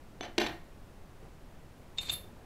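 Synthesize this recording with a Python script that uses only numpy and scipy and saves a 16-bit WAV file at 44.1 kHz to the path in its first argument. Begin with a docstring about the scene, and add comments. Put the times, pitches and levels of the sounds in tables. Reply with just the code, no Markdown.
"""A low background rush comes first; then a steel lock pick is laid on a wooden table: tip, then handle.
Each knock is a short noise burst plus the decaying sines of table and pick; tiny contacts add a rattle.
Later the picked padlock is pulled open: the bolt clicks, scrapes and slides free with a bright chink.
Its clicks are noise bursts and lock tones, its scrapes dense tiny slips; hands rub and thud softly.
A small, bare room answers pick and lock; one close microphone feeds both channels alike."""
import sys
import numpy as np
from scipy import signal
from scipy.fft import rfft, irfft
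from scipy.io import wavfile
from scipy.ndimage import uniform_filter1d

SR = 44100
rng = np.random.default_rng(int(sys.argv[2]) if len(sys.argv) > 2 else 0)


def inscribe(sig):
    """Save sig as 16-bit PCM at rate SR to the path in sys.argv[1].

    A 1-D sig is mono; a 2-D sig holds one channel per row.
    Samples are clipped to [-1, 1] before scaling.
    """
    pcm = np.round(np.clip(np.atleast_2d(sig).T, -1, 1) * 32767)
    wavfile.write(sys.argv[1], SR, pcm.astype(np.int16))


N = 108045  # length of the scene in samples
RING_T = np.arange(SR // 2) / SR  # time within one struck sound (s)


def amp(db):
    """Turns decibels into a gain."""
    return 10 ** (np.asarray(db) / 20)


def evened(x):
    """Scales a sound to rms 1."""
    return x / np.sqrt(np.mean(x ** 2) + 1e-20)


def read(points, hz):
    """Reads a table between its points, along a log-frequency axis."""
    f, value = np.transpose(points)
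    return np.interp(np.log(hz + 1), np.log(f + 1), value)


def add(mix, s, sound):
    """Mixes a sound in at time s, cut off at the end of the mix."""
    part = mix[round(s * SR):][:len(sound)]
    part += sound[:len(part)]


def swell(s, length, level_db):
    """A smooth bell-shaped rise and fall around time s, peaking at level_db."""
    t = np.arange(N) / SR
    return amp(level_db) * np.exp(-(2 * (t - s) / length) ** 2)


def colour(x, curve, size=4096):
    """Filters without sounding ahead of the input; the gain in dB is curve(Hz)."""
    hz = abs(np.fft.fftfreq(size, 1 / SR))
    log_gain = np.log(amp(curve(hz)))
    # The Hilbert transform finds the phase that puts the response after time zero.
    taps = np.fft.ifft(np.exp(np.conj(signal.hilbert(log_gain)))).real
    return signal.fftconvolve(x, taps[:size // 2])[:len(x)]


def noise(spectrum):
    """Steady noise of rms 1, shaped by a spectrum table."""
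    gain = amp(read(spectrum, np.fft.rfftfreq(N, 1 / SR)))
    return evened(irfft(rfft(rng.standard_normal(N)) * gain, N))


SLIP_SPREAD_DB = 2.5  # unevenness of the contacts, as a standard deviation


def ticks(per_s):
    """A random train of tiny contacts of uneven strength, per_s of them a second on average."""
    happens = rng.random(N) < per_s / SR
    sign = rng.choice([-1, 1], N)
    return happens * sign * amp(SLIP_SPREAD_DB * rng.standard_normal(N))


def crack(spectrum, t60, rise_s):
    """A contact with a dense, quickly dying clatter that excites all frequencies alike before colouring."""
    fade = 1000 ** (-RING_T / t60) * (1 - np.exp(-RING_T / rise_s))
    burst = rng.standard_normal(len(fade)) * fade
    for _ in range(3):  # flatten the spectrum, then fade again
        flat = irfft(np.exp(1j * np.angle(rfft(burst))), len(fade))
        burst = flat * np.sqrt(fade)
    coloured = colour(burst, lambda hz: read(spectrum, hz))
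    return evened(coloured) * np.sqrt(np.mean(fade ** 2))


CONTACT_S = 0.00091  # time constant of a ring's rise


def ring(modes, pitch=1, length=1, waver=0):
    """Decaying sines of a struck object; a shifting contact makes each one waver."""
    tones = 0
    for hz, db, t60 in modes:
        drift = evened(uniform_filter1d(rng.standard_normal(len(RING_T)), size=128))
        turns = np.cumsum(hz * pitch * (1 + waver * drift)) / SR
        fade = amp(db - 60 * RING_T / (t60 * length))
        tones = tones + fade * np.sin(2 * np.pi * turns)
    return tones * (1 - np.exp(-RING_T / CONTACT_S))


# spectrum of the background: (frequency [Hz], level [dB per Hz])
RUSH_COLOUR = [(20, 4), (42, -2.5), (166, -8), (382, -14), (649, -17), (4950, -36), (13100, -42),
               (15500, -44)]
RUSH_DB, SUPPRESS_DB = -51.5, 3  # level of the rush; full depth of the noise suppressor


def rush():
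    """Steady low noise, raised by the suppressor's full depth to make up for being turned down."""
    return amp(RUSH_DB + SUPPRESS_DB) * noise(RUSH_COLOUR)


# hands shift on the lock: (time of the middle [s], length [s], level [dB])
RUBS = [(1.248, 0.094, -52.5), (2.304, 0.81, -57)]
# sound of rubbing skin: (frequency [Hz], level [dB per Hz])
RUB_COLOUR = [(30, 12), (120, -1), (400, 6.5), (1200, -5.5), (4000, -24), (12000, -30)]
# hands bump and shift on the table: (time of the middle [s], length [s], level [dB])
THUDS = [(0.5, 0.14, -44), (1.805, 0.07, -53.5), (2.116, 0.33, -47.5)]
# dull sound of the bumps: (frequency [Hz], level [dB per Hz])
THUD_COLOUR = [(25, 2), (85, 2.5), (170, -5), (300, -19), (1500, -37.5)]


def hands():
    """Skin rubs softly on the lock and hands thud dully on the table: swelling coloured noise."""
    rubs = noise(RUB_COLOUR) * sum(swell(*row) for row in RUBS)
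    thuds = noise(THUD_COLOUR) * sum(swell(*row) for row in THUDS)
    return rubs + thuds


# how long the room rings: (frequency [Hz], time to fall by 60 dB [s])
ROOM_T60 = [(150, 0.48), (500, 0.34), (2000, 0.33), (5000, 0.32), (14000, 0.26)]
# tone of the room: (frequency [Hz], gain [dB])
ROOM_COLOUR = [(150, -7.5), (600, 1), (2000, 0.5), (4000, -5), (8000, -5), (14000, 6)]
ROOM_BUILD_S = .019  # the echoes swell up over this time
ECHOES_PER_S = 1200  # density of reflections once the room has built up; it goes on growing


def room(x):
    """Single reflections thicken into a tail that dies away, the treble first."""
    age = np.arange(SR) / SR / ROOM_BUILD_S
    density = np.clip(ECHOES_PER_S / SR * age ** 2, 1e-6, 1)
    echoes = (rng.random(SR) < density) * rng.choice([-1, 1], SR)
    taps = echoes / np.sqrt(density) * np.minimum(age, 1) ** 2
    hz, t, bands = signal.stft(taps, SR, nperseg=256)
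    fade = amp(-60 * t / read(ROOM_T60, hz)[:, None])
    tail = signal.istft(bands * fade, SR, nperseg=256)[1]
    tail = colour(tail / np.linalg.norm(tail), lambda hz: read(ROOM_COLOUR, hz))
    return signal.fftconvolve(x, tail)[:N]


TREBLE_HZ = 9530  # middle of the step up to the top treble


def tint_treble(x, treble_db):
    """Raises or lowers the top treble, making each click or scrape brighter or duller."""
    return colour(x, lambda hz: treble_db * (1 - 1 / (1 + (hz / TREBLE_HZ) ** 10)))


# the bolt scrapes along its bore: (time of the middle [s], length [s], level [dB], extra top treble [dB])
SCRAPES = [(1.978, 0.0069, -45.5, -20), (2.025, 0.031, -46, 8.5), (2.072, 0.061, -46.5, -4.5),
           (2.092, 0.013, -40.5, -28), (2.129, 0.035, -41.5, 17.5), (2.161, 0.066, -54, -15)]
SLIPS_PER_S, SCRAPE_RING_DB = 5000, -10  # average rate of slips; lock ring compared with the grit


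def scrape():
    """Tiny dense slips of the bolt make a gritty hiss and keep the lock ringing."""
    slips = ticks(SLIPS_PER_S)
    hiss = evened(colour(slips, lambda hz: read(CLICK_COLOUR, hz)))
    ringing = evened(signal.fftconvolve(slips, ring(LOCK))[:N])
    grit = hiss + amp(SCRAPE_RING_DB) * ringing
    return sum(tint_treble(grit * swell(s, length, db), treble_db) for s, length, db, treble_db in SCRAPES)


# the bolt strikes the lock body: (time [s], level [dB], ring compared with the crack [dB],
# extra top treble [dB], length of crack and ring [share of normal])
CLICKS = [(1.9828, -34, 4, -28, 1.3), (2.031, -48, 0, 2, .8), (2.0865, -42, -8, -20, .6),
          (2.0948, -32, 3, -30, .8), (2.0995, -34, 3, -20, .7), (2.126, -49, -6, 8, .8),
          (2.136, -38, -2, 24, .5)]
# sound of steel on steel, also used for the scrapes: (frequency [Hz], level [dB per Hz])
CLICK_COLOUR = [(100, -5.5), (500, -2.5), (1600, -4.5), (2650, 0), (3200, 1), (4350, 6.5), (4900, -5.5),
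                (5900, -9.5), (7600, 0), (9800, -14), (10600, -16), (11150, -3.5), (12200, -19),
                (13900, -17), (14400, -18), (14900, -24)]
# lock body and bolt ring: (frequency [Hz], level [dB], time to fall by 60 dB [s])
LOCK = [(2282, -15, 0.069), (2626, -6, 0.046), (2834, -6.5, 0.059), (3630, 7.5, 0.059), (4060, -9.5, 0.05),
        (4320, -22, 0.074), (5230, -11, .031), (6550, -18, 0.11), (7210, -13.5, 0.078), (9840, -17, 0.033),
        (10800, -7, 0.023)]
CLICK_T60_S, CLICK_RISE_S = 0.054, 0.0008  # normal fade and rise that shape the crack
LOCK_WAVER, SAG_PER_S = .006, 0.063  # rms wobble; loss each second (both shares of the pitch)


def click(s, level_db, ring_db, treble_db, length):
    """Steel on steel, damped by the hand; the ring drops a little as the bolt comes out."""
    pitch = 1 - SAG_PER_S * (s - CLICKS[0][0])
    clack = crack(CLICK_COLOUR, CLICK_T60_S * length, CLICK_RISE_S)
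    blow = clack + amp(ring_db) * ring(LOCK, pitch, length, LOCK_WAVER)
    return amp(level_db) * tint_treble(blow, treble_db)


# the pick rattles as it settles: (time of the middle [s], length [s], level [dB])
RATTLES = [(0.244, .04, -47.5), (0.42, 0.025, -36.5), (0.472, 0.018, -39.5)]
RATTLE_PER_S, RATTLE_HZ = 900, 1500  # average contacts a second; lower edge of their sound


def rattle():
    """Between bounces the steel shaft chatters brightly on the wood: tiny contacts with the bass removed."""
    def bright(hz):
        return read(KNOCK_COLOUR, hz) - 20 * np.log10(1 + (RATTLE_HZ / (hz + 20)) ** 2)
    chatter = colour(ticks(RATTLE_PER_S), bright)
    return evened(chatter) * sum(swell(*row) for row in RATTLES)


# the pick meets the table: (time [s], level [dB], brightness [dB per octave],
# ring of the wood [dB], ring of the steel [dB]), both rings on top of the level
KNOCKS = [(.2085, -30.5, -2, -10, 1), (.2315, -34.5, -1, -7, -4), (.246, -40, -1.5, -8, -8),
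          (.3803, -18.5, -.5, 2, -12), (.3827, -20.5, 1.5, -12, -14), (.4162, -25.5, -1.5, -12, -3),
          (.4434, -34, -1, -8, -15), (.4646, -27.5, -.5, -6, -16)]
# sound of steel on wood, also used for the rattle: (frequency [Hz], level [dB per Hz])
KNOCK_COLOUR = [(60, -16), (165, -30), (220, 0), (255, -3.5), (340, 7), (520, -4), (750, 3), (1200, -6),
                (1700, -3), (2400, -5), (3700, -5), (4400, -4.5), (4850, -15.5), (5600, -11), (6700, -23.5),
                (7600, -19), (9800, -42), (11300, -23.5), (12300, -38), (15000, -43)]
# table top and handle ring: (frequency [Hz], level [dB], time to fall by 60 dB [s])
TABLE = [(219.8, -16.5, 0.31), (355, -11, 0.29), (423.5, -16.5, 0.2), (607, -16.5, 0.34),
         (703, -21.5, 0.53), (889, -30, 0.16), (1640, -27, 0.31), (1782, -23, 0.32), (1863, -23.5, 0.44),
         (2110, -27.5, 0.3), (2790, -26, .35), (3460, -28, 0.42), (3830, -27, .25)]
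# the steel pick rings: (frequency [Hz], level [dB], time to fall by 60 dB [s])
BLADE = [(275, -15, 0.22), (732, -12.5, 0.23), (2270, -19.5, 0.31), (3040, -17.5, 0.29),
         (3463, -16.5, 0.28), (6125, -16.5, 0.25)]
KNOCK_T60_S, KNOCK_RISE_S = 0.029, 0.00025  # fade and rise that shape the clack
LET_GO_S, HELD_RING = .3, .75  # when the fingers let go; share of the ring's length while held
BLADE_WAVER = .002  # rms wobble of the pick's ring (share of its pitch)


def knock(s, level_db, tilt_db, wood_db, steel_db):
    """The pick hits the wood: a clack, and the ring of table and pick; fingers damp the pick until they let go."""
    def tilt(hz):
        return tilt_db * np.log2(np.maximum(hz, 200) / 1500)
    clack = colour(crack(KNOCK_COLOUR, KNOCK_T60_S, KNOCK_RISE_S), tilt)
    length = HELD_RING if s < LET_GO_S else 1
    blade = ring(BLADE, length=length, waver=BLADE_WAVER)
    ringing = amp(wood_db) * ring(TABLE) + amp(steel_db) * blade
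    return amp(level_db) * clack, amp(level_db) * ringing


TABLE_WET_DB, RING_WET_DB, LOCK_WET_DB = -0.5, -12.5, -7.5  # sent to the room: clacks, rings, lock


def scene():
    """Pick, padlock and hands in the room, the same in both channels."""
    background = rush() + hands()
    pick, rings, lock = np.zeros(N), np.zeros(N), scrape()
    for s, *row in KNOCKS:
        clack, ringing = knock(s, *row)
        add(pick, s, clack)
        add(rings, s, ringing)
    for s, *row in CLICKS:
        add(lock, s, click(s, *row))
    to_room = amp(TABLE_WET_DB) * pick + amp(RING_WET_DB) * rings + amp(LOCK_WET_DB) * lock
    mono = pick + rings + rattle() + lock + room(to_room) + background
    return np.array([mono, mono])


OPEN_DB, KNEE_DB = 20.5, 8.5  # level over the background where it is half open; softness of the change


def suppress(x):
    """Noise suppressor: turns down every band that is near its background level, so tails end early."""
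    bands = signal.stft(x, nperseg=512, noverlap=384)[2]
    power = (abs(bands) ** 2).mean(0)
    for axis in (0, 1):  # smooth over neighbouring bands, then over time
        power = uniform_filter1d(power, size=3, axis=axis)
    level = 10 * np.log10(abs(power) + 1e-20)
    over = level - np.median(level, axis=1, keepdims=True)  # the median is the background
    closed = .5 - .5 * np.tanh((over - OPEN_DB) / (2 * KNEE_DB))
    return signal.istft(bands * amp(-SUPPRESS_DB * closed), nperseg=512, noverlap=384)[1][:, :N]


EDGE_HZ = 15750  # the sound is cut above this


def record(dry):
    """The recorder's noise suppressor and band limit."""
    low_pass = signal.firwin(511, EDGE_HZ, window=("kaiser", 9), fs=SR)
    return signal.oaconvolve(suppress(dry), low_pass[None], "same")


dry = scene()
out = record(dry)
inscribe(out)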